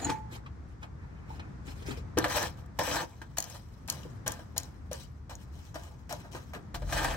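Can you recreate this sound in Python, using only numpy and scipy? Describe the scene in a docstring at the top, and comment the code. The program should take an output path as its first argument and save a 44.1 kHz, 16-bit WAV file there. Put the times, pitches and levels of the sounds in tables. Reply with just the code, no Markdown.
"""Steel tongs jab and rake charcoal in a sheet-steel fire tray, close by in a snowy yard with far traffic.
Noise bursts and gritty slips drive the sheet's resonances, ash and coals crunch, and the arms of the tongs clack.
Before that a hand turns the loose metal crown of a tea urn: rubbing grit, a gliding squeak, taps and ringing modes.
Last a brick is slid in the tray, under a nearer, deeper rumble. The traffic is shaped noise.
A two-port microphone hears each near source with its own time and level difference, plus the yard's echo."""
import sys
import numpy as np
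from scipy import signal
from scipy.fft import rfft, irfft, next_fast_len
from scipy.io import wavfile
from scipy.ndimage import uniform_filter1d, map_coordinates

SR = 44100
rng = np.random.default_rng(int(sys.argv[2]) if len(sys.argv) > 2 else 0)


def dump(signal):
    """Clip the signal to [-1, 1] and save it as 16-bit WAV at the path in sys.argv[1]."""
    limited = np.clip(np.atleast_2d(signal).T, -1, 1)
    pcm = np.round(limited * 32767).astype(np.int16)
    wavfile.write(sys.argv[1], SR, pcm)


N = 315756  # length in samples

# sheet-steel tray resonances: (centre [Hz], width [Hz], level [dB])
TRAY_MODES = [(150, 92, -8), (308, 60, -1), (556, 53, -1.5), (664, 38, 2), (843, 120, -4), (980, 47, 2.5),
              (1140, 210, -7.5), (1609, 107, 0.5), (1770, 194, -5)]
# colour of crunching coals and ash: (frequency [Hz], relative level [dB])
CRUNCH_TONE = [(1000, -37), (2000, -0.5), (4700, 1.5), (6500, 3.5), (9000, -4), (12000, -4), (17000, -5)]
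# jabs and tumbling coals that knock the tray: (time [s], level [dB], thud start pitch [Hz], thud level [dB])
JABS = [(2.172, -24, 443, -22), (2.182, -21, 342, -23.5), (2.242, -14, 1797, -27.5), (2.258, -30, 588, -27),
        (2.366, -30, 605, -26), (2.789, -22.5, 986, -25), (2.794, -18, 550, -27), (2.81, -20, 995, -31),
        (2.877, -26, 550, -32), (2.913, -21, 628, -29), (3.217, -51, 1650, -49), (3.382, -26, 694, -35.5),
        (4.052, -48, 404, -42), (4.275, -25, 503, -43.5), (4.392, -36.5, 678, -47),
        (4.914, -36, 572, -32.5), (5.756, -28, 655, -33), (6.109, -28, 730, -36.5), (6.125, -27, 640, -34),
        (6.249, -49, 673, -46), (6.349, -31, 386, -38), (6.56, -38.5, 393, -39), (6.747, -25.5, 790, -38.5),
        (6.821, -33, 627, -39), (6.925, -19, 650, -37), (6.967, -24, 662, -30.5), (7.046, -14.5, 818, -27)]
# the tongs stab the coals, which then settle: (time [s], fade t60 [s], tray level [dB], crunch level [dB])
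STABS = [(2.175, 0.23, -29, -62), (2.243, 0.12, -29, -60), (2.79, 0.088, -27.5, -35),
         (3.217, 0.1, -43, -56), (3.372, 0.068, -40, -38.5), (3.883, 0.58, -43.5, -47),
         (4.263, 0.44, -40, -46.5), (4.564, 0.34, -43.5, -48), (4.914, 0.28, -43.5, -48),
         (5.296, 0.16, -41.5, -48.5), (5.743, 0.8, -48.5, -57.5), (6.094, 0.37, -45.5, -46),
         (6.314, 0.79, -67, -57.5), (6.535, 0.19, -39, -61), (6.744, 0.086, -36.5, -40.5),
         (6.821, 0.19, -51, -76), (6.924, 0.57, -41.5, -42)]
STAB_RISE_S = 0.005  # time to grow by 60 dB
SETTLE_DB, SETTLE_S = -24.5, 1.9  # slow trickle after each stab: level relative to the stab, t60
# tongs or brick dragged over ash and sheet: (start [s], length [s], tray level [dB], crunch level [dB])
DRAGS = [(2.299, 0.15, -37, -43.5), (2.361, 0.013, -34.5, -36), (2.583, 0.013, -67, -65.5),
         (2.845, 0.12, -37.5, -41.5), (2.969, 0.045, -39, -49), (3.422, .14, -51.5, -55),
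         (4.966, 0.069, -68, -57.5), (5.408, 0.0098, -65, -64), (5.545, 0.15, -68, -66),
         (5.823, 0.037, -70, -61.5), (6.248, 0.012, -53, -86), (6.357, 0.013, -44.5, -56.5),
         (6.898, 0.052, -45, -49.5), (6.961, 0.085, -35, -47.5), (7.062, 0.08, -38.5, -52)]
DRAG_RISE_S, DRAG_FADE_S = 0.15, 0.19  # times to grow and to die by 60 dB
# phase between the ports for tray and tongs: (frequency [Hz], left lead [rad])
TRAY_LEAD = [(0, 0), (1700, 1.05), (3000, 1.1), (5500, 3.5), (9000, 3), (12300, 6.5), (16000, -10)]
# level between the ports for tray and tongs: (frequency [Hz], left minus right [dB])
TRAY_SIDE = [(100, -4), (550, 1), (1650, 1), (5000, 8.5), (9000, 1), (15000, 0)]
SPREAD_DB = 1.5  # coals away from the tip, heard differently by each port
SHEET_WIDE_DB = -8  # far parts of the sheet, heard differently by each port

# the arms of the tongs clack together: (time [s], level [dB])
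CLACKS = [(2.185, -15), (2.282, -34), (2.328, -33), (2.428, -23.5), (2.66, -50), (3.369, -35), (3.383, -14),
          (3.402, -18), (3.424, -25.5), (3.4406, -29), (3.498, -36), (3.877, -33), (3.8993, -15),
          (3.923, -28.5), (4.2776, -14.5), (4.319, -23), (4.579, -12.5), (4.6, -33), (4.632, -36.5),
          (4.93, -27.5), (5.3525, -38), (6.125, -27), (7.044, -25)]
# steel modes of the arms: (centre [Hz], width [Hz], level [dB])
TONGS_MODES = [(3200, 400, -3), (4410, 500, 2), (5900, 330, 9), (6700, 300, 11), (9000, 1400, 3),
               (11650, 900, 4), (15000, 2900, -1)]

# place of crown, then tongs tip, then brick: (time [s], left port earlier by [microseconds])
PLACE = [(.2, 13), (.3, -250), (2.05, -220), (2.1, -16), (3.3, -37), (3.8, 22), (5.2, 40), (5.6, 74),
         (6.6, 86.5), (6.72, -31), (7.16, -61)]

# colour of the rubbing body: (frequency [Hz], relative level [dB])
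RUB_BODY = [(180, 2), (350, 4.5), (1500, -6), (4500, -29)]
# colour of the rubbing treble: (frequency [Hz], relative level [dB])
RUB_TOP = [(1500, -3), (2600, 0.5), (7000, -2.5), (12000, -11), (17000, -10)]
# hands and crown rubbing on the urn: (start [s], length [s], rub level [dB], treble level [dB])
RUBS = [(0, 0.13, -45, -57), (0.099, 0.018, -39, -56), (0.153, 0.036, -59, -71), (0.325, 0.035, -48.5, -58),
        (0.688, 0.041, -75, -79.5), (0.831, 0.0043, -48.5, -64.5), (1.295, 0.073, -70, -68),
        (1.396, 0.0046, -53, -88), (1.671, 0.047, -56, -58.5), (1.764, 0.066, -64, -64),
        (1.867, 0.064, -48, -54), (1.977, 0.0055, -72, -57)]
# one longer, faint rub of the hands: (start [s], length [s], rub level [dB], treble level [dB])
HANDS = (1, 0.5, -60, -143.5)
RUB_RISE_S, RUB_FADE_S = 0.078, 0.11  # times to grow and to die by 60 dB
SLEEVE_DB = 6  # rubbing treble that each port hears differently
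# the urn's body: (centre [Hz], width [Hz], level [dB])
SHELL_MODES = [(311, 130, -4.5), (853, 110, 6.5), (2190, 570, 9)]
# pitch and level of the turning crown's squeak: (time [s], pitch [Hz], level [dB])
SQUEAK = [(0, 7200, -56), (.027, 7080, -42), (.043, 7050, -50), (.048, 7020, -25), (.066, 6950, -52),
          (.15, 6900, -68), (.3, 6900, -95)]
# partials of the squeak: (share of the pitch [ratio], level [dB])
SQUEAK_MODES = [(.587, -14), (.958, -2), (1, 0), (1.18, -11)]
# crown touches urn: (time [s], tap level [dB], tap edge [Hz], knock start pitch [Hz], knock level [dB])
CLINKS = [(.002, -45, 2400, 743, -44.5), (.028, -40, 3000, 803, -37), (0.067, -33.5, 5140, 334, -27.5),
          (.096, -24, 6300, 504, -33), (0.461, -35, 2880, 1230, -50), (.828, -28.5, 2900, 916, -61),
          (1.304, -49, 5630, 938, -42.5), (1.394, -31, 3040, 925, -57), (1.677, -33, 2980, 300, -37),
          (1.822, -41, 4520, 412, -38), (1.886, -47, 4500, 394, -29), (1.908, -29, 4160, 260, -32),
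          (1.975, -54, 4600, 487, -39)]
# blows that leave the crown ringing: (time [s], level [dB])
RINGS = [(.064, -42), (.0961, -43)]
# ringing modes of the crown: (frequency [Hz], level [dB], t60 [s])
CROWN_MODES = [(868, 5, .58), (903, 3, .25), (942, -5, .35), (1087, -4, .08), (1490, -1, .07),
               (1830, -12, .4), (2050, -5, .12), (2780, -6, .08)]
# phase between the ports for the urn: (frequency [Hz], left lead [rad])
URN_LEAD = [(0, 0.056), (16000, 1)]

# decay of the yard's walls: (frequency [Hz], t60 [s])
YARD = [(200, 0.21), (10000, 0.058)]
# swell of the far traffic: (time [s], rumble level [dB], murmur level [dB])
TRAFFIC = [(0, -47, -46), (.8, -49.5, -49.5), (1.6, -46.5, -47.5), (1.95, -45, -45), (2.6, -45.5, -49.5),
           (3.3, -51, -50), (5.5, -48, -50), (7.16, -54.5, -47.5)]
# colour of the rumble: (frequency [Hz], relative level [dB])
RUMBLE = [(15, -60), (25, -25), (48, -0.5), (81, 8), (160, -57), (350, -120)]
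# colour of the murmur: (frequency [Hz], relative level [dB])
MURMUR = [(65, -16.5), (110, -2.5), (390, -21.5), (580, -27), (1180, -27), (1870, -33), (2940, -45.5),
          (5890, -46), (12500, -62.5), (14000, -100)]
# deep drone close by at the end: (time [s], level [dB])
DRONE = [(6.69, -84), (6.73, -48.5), (6.78, -35), (7.16, -35)]
# colour of the drone: (frequency [Hz], relative level [dB])
DRONE_TONE = [(25, -33), (42, 6), (58, 0), (100, -16), (150, -10), (250, -74)]
# yard noise at the two ports: (frequency [Hz], left-right likeness [-1 to 1])
ALIKE = [(30, 1), (150, 0.88), (600, 0.019), (4000, 0.033)]
# overall colour of the sound: (frequency [Hz], gain [dB])
OVERALL_COLOUR = [(22, -26), (40, 1), (8800, -1), (10200, -11.5), (11200, 2), (12900, -2.5), (13700, -19),
                  (14700, -3.5), (16000, -6), (16400, -45)]
TOP_HZ = 17140  # band limit


def tray():
    """Slips of the tongs and knocks drive the sheet's resonances; coals and ash crunch on top."""
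    stabs = [(s, 0, STAB_RISE_S, fade, *db) for s, fade, *db in STABS]
    trickle = [(s, 0, STAB_RISE_S, SETTLE_S, *np.add(db, SETTLE_DB)) for s, fade, *db in STABS]
    drags = [(s, length, DRAG_RISE_S, DRAG_FADE_S, *db) for s, length, *db in DRAGS]
    tray_db, crunch_db = gestures(stabs + trickle + drags)
    snag_db = 1.8 * wobble(45)  # the tip catches and lets go

    def sheet(hz):
        broad = amp(-13.0) * hz / (hz - 300j) / (1 + 1j * hz / 2600)
        return modes(TRAY_MODES)(hz) + broad

    slips = [grit(1200, 3.5, 0.7, patchy_db=2.5) for part in range(3)]
    slips = unit(filtered(slips, sheet))
    low = filtered(slips, lambda hz: 1 / (1 + (hz / 1300) ** 4))
    # only hard strokes reach the bare sheet and wake its upper modes
    hard = amp(np.minimum(0.44 * (tray_db + 39.5), 0))
    rake, *far = amp(tray_db + snag_db + wobble(90)) * (low + hard * (slips - low))

    def coal_response(hz):
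        arms = 1 + amp(-18) * modes(TONGS_MODES)(hz)  # the crunch runs up the steel arms
        return amp(along(CRUNCH_TONE, hz)) * arms

    coals = [grit(1500, 6.3, 0.66, patchy_db=4) for part in range(3)]
    coals = unit(filtered(coals, coal_response))
    crunch, *wide = [amp(crunch_db + 0.74 * snag_db + 1.24 * wobble(79)) * part for part in coals]

    force, thuds = np.zeros(N + SR), np.zeros(N + SR)
    for s, db, thud_hz, thud_db in JABS:
        # the tip bites through crumbling coal: a sharp start, then a dying rattle
        add(force, s, puff(db + 3, 0.07, 0.0002) + puff(db + 12, 0.004, 0.00005))
        add(thuds, s, thud(thud_db, thud_hz, 0.078, rough_db=3.5))

    tip = rake + crunch + filtered(force[:N], sheet) + thuds[:N]
    around = amp(SHEET_WIDE_DB) * np.array(far) + amp(SPREAD_DB) * np.array(wide)
    around = filtered(around, lambda hz: amp(along(TRAY_SIDE, hz) * [[0.5], [-0.5]]))
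    return moving(placed(tip, TRAY_LEAD, TRAY_SIDE)) + around


def tongs():
    """Short bright clacks: the rough steel arms meet and their damped modes answer."""
    force = np.zeros(N + SR)
    for s, db in CLACKS:
        add(force, s, puff(db + 6, 0.009, 0.001))
    clacks = filtered(force[:N], modes(TONGS_MODES))
    return moving(placed(clacks, TRAY_LEAD, TRAY_SIDE))


def urn():
    """Gritty friction through the shell, a squeak, and dry taps and rings of the loose crown."""
    rows = [(s, length, RUB_RISE_S, RUB_FADE_S, *db) for s, length, *db in RUBS + [HANDS]]
    rub_db, top_db = gestures(rows)
    rub = coloured(grit(1182, 3.8, 1.0, patchy_db=4.5), RUB_BODY)
    rub = amp(rub_db) * unit(filtered(rub, lambda hz: 0.44 + modes(SHELL_MODES)(hz)))
    # one treble in common, then one for each port
    top, *wide = [amp(top_db) * coloured(grit(4300, 5.2, 0.36, patchy_db=5.0), RUB_TOP) for part in range(3)]
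    taps = np.zeros(N + SR)
    for s, db, edge_hz, knock_hz, knock_db in CLINKS:
        # softer contacts are duller; low knocks die fast in the hand, higher ones ring in the shell
        contact = signal.butter(2, [600, np.clip(edge_hz, 900, 16000)], "band", fs=SR)
        tap = signal.lfilter(*contact, puff(db, 0.056, 0.0017))
        knock_t60 = 0.14 if knock_hz > 600 else 0.045
        add(taps, s, tap + thud(knock_db, knock_hz, knock_t60, rough_db=2.5))
    for s, db in RINGS:
        # the loose crown keeps touching its seat, which roughens the ring
        add(taps, s, amp(db + 2.5 * wobble(50)[:SR // 2]) * ring(CROWN_MODES))
    side = [(1000, 1.8)]  # left louder by 1.8 dB at every frequency
    crown = placed(taps[:N] + rub + top + squeak(), URN_LEAD, side)
    return moving(crown) + amp(SLEEVE_DB) * np.array(wide)


def squeak():
    """Stick-slip of the turning crown: gliding partials, each unsteady in pitch and level."""
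    pitch_hz, db = curves(SQUEAK)
    out = 0
    for share, level in SQUEAK_MODES:
        phase = 2 * np.pi * np.cumsum(share * pitch_hz + 70 * wobble(400)) / SR
        out = out + amp(db + level + 3 * wobble(200)) * np.sin(phase)
    return out


def walls(x):
    """Each frequency of the yard's answer dies at its own speed."""
    hz, t, z = signal.stft(rng.standard_normal((2, SR // 2)), SR, nperseg=256)
    tail = signal.istft(z * amp(-60 * t / along(YARD, hz)[:, None]), SR, nperseg=256)[1]
    return signal.fftconvolve(x, tail / np.linalg.norm(tail[0]), axes=1)[:, :N]


def traffic():
    """Far noise, near mono in the bass, slowly swelling; the drone joins it."""
    rumble_db, murmur_db = curves(TRAFFIC)
    layers = [(rumble_db + 0.67 * wobble(5.7), RUMBLE),
              (murmur_db + 1.0 * wobble(4.8) + 1.1 * wobble(1.505), MURMUR),
              (curves(DRONE)[0], DRONE_TONE)]
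    out = 0
    for db, spectrum in layers:
        def mid_side(hz):
            turn = np.arccos(np.clip(along(ALIKE, hz), -1, 1)) / 2  # sets the likeness of the ports
            return amp(along(spectrum, hz)) * [np.cos(turn), np.sin(turn)]
        mid, side = filtered(rng.standard_normal((2, N)), mid_side)
        out = out + amp(db) * unit(np.array([mid + side, mid - side]))
    return out * amp([[0.8], [-0.8]])  # left slightly louder


def gestures(rows):
    """Levels in dB of overlapping (start s, length s, rise s, fade s, dB, dB): rise, hold, fade."""
    t, power = np.arange(N) / SR, 1e-12
    for s, length, rise, fade, *db in rows:
        # the rise ends at the start time, where the hold begins
        shape_db = -60 * np.maximum(np.maximum((s - t) / rise, (t - s - length) / fade), 0)
        power = power + amp(2 * np.array(db))[:, None] * amp(2 * shape_db)
    return 10 * np.log10(power)


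def grit(per_second, spread_db, smooth, patchy_db):
    """Dense slips of random size over smooth noise; pieces of changing size colour it in patches."""
    sizes = amp(spread_db * rng.standard_normal(N)) * np.sign(rng.standard_normal(N))
    slips = (rng.random(N) < per_second / SR) * sizes
    z = signal.stft(unit(slips) + smooth * rng.standard_normal(N), nperseg=256)[2]
    field = uniform_filter1d(rng.standard_normal(z.shape), size=5, axis=0)
    field = uniform_filter1d(field, size=8, axis=1)
    return signal.istft(z * amp(patchy_db * unit(field)), nperseg=256)[1][:N]


def thud(db, hz, t60, rough_db):
    """A soft push whose pitch sags as the contact relaxes; crumbs under it make it flutter."""
    t = np.arange(SR // 4) / SR
    flutter = map_coordinates(rng.standard_normal(60), [t * 200])
    phase = 2 * np.pi * hz * t / (1 + 2.46 * t) + 0.84 * (flutter - flutter[0])
    return amp(db - 60 * t / t60 + rough_db * flutter) * np.sin(phase)


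def puff(db, t60, attack):
    """A dying burst of noise; t60 and attack in seconds."""
    t = np.arange(SR // 4) / SR
    return amp(db - 60 * t / t60) * (1 - np.exp(-t / attack)) * rng.standard_normal(len(t))


def ring(table):
    """One blow on a table of modes, each a decaying sine."""
    t = np.arange(SR // 2) / SR
    return sum(amp(db - 60 * t / t60) * np.sin(2 * np.pi * hz * t) for hz, db, t60 in table)


def modes(table):
    """Causal response of (Hz, width Hz, dB) resonances with alternating signs."""
    def response(hz):
        total = 0
        for k, (centre, width, db) in enumerate(table):
            damping = 1j * hz * width
            total = total + (-1) ** k * amp(db) * damping / (centre * centre - hz * hz + damping)
        return total
    return response


def placed(x, lead, side):
    """A source at the two ports: phase lead, level difference, and close ground echoes for each."""
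    def ports(hz):
        half = np.exp(0.5j * np.interp(hz, *np.transpose(lead))) * amp(along(side, hz) / 2)
        delays_s = rng.uniform(0.00051, 0.0025, (4, 2, 1))
        echoes = np.exp(-2j * np.pi * hz * delays_s).sum(axis=0)
        return np.array([half, 1 / half]) * (1 + amp(-14) * echoes * hz / (hz + 2500))
    return filtered(x, ports)


def moving(pair):
    """The left port hears a source earlier as it moves left."""
    early = curves(PLACE)[0] * SR / 10 ** 6  # samples
    return np.array([map_coordinates(pair[0], [np.arange(N) + early], order=5), pair[1]])


def amp(db):
    """Gain of a level in dB."""
    return 10 ** (np.asarray(db) / 20)


def unit(x):
    """x at rms 1."""
    return x / np.sqrt(np.mean(x ** 2) + 1e-20)


def along(points, hz):
    """(Hz, value) points read on a log frequency axis."""
    f, v = np.transpose(points)
    return np.interp(np.log(hz + 1), np.log(f + 1), v)


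def curves(rows):
    """One value per sample for each column after the time."""
    s, *cols = np.transpose(rows)
    return [np.interp(np.arange(N) / SR, s, c) for c in cols]


def wobble(rate):
    """A smooth random curve, rate knots a second."""
    return map_coordinates(rng.standard_normal(int(N * rate / SR) + 4), [np.arange(N) * rate / SR])


def filtered(x, response):
    """x times a complex response of frequency."""
    m = next_fast_len(N + SR // 2)
    return irfft(rfft(x, m) * response(np.fft.rfftfreq(m, 1 / SR)), m)[..., :N]


def coloured(x, spectrum):
    """x given a spectrum, at rms 1."""
    return unit(filtered(x, lambda hz: amp(along(spectrum, hz))))


def add(out, s, sound):
    """Mixes a short sound in at s seconds."""
    out[round(s * SR):][:len(sound)] += sound


def scene():
    """Near sources, their echo in the yard, and the traffic."""
    near, clacks = tray() + urn(), tongs()
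    echo = amp(-5.5) * walls(near + 0.5 * clacks)
    return near + clacks + echo + traffic()


def record(dry):
    """The deepest bass is thinned and the treble dips twice; nothing passes the band limit."""
    return filtered(dry, lambda hz: amp(along(OVERALL_COLOUR, hz)) * (hz < TOP_HZ))


dry = scene()
out = record(dry)
dump(out)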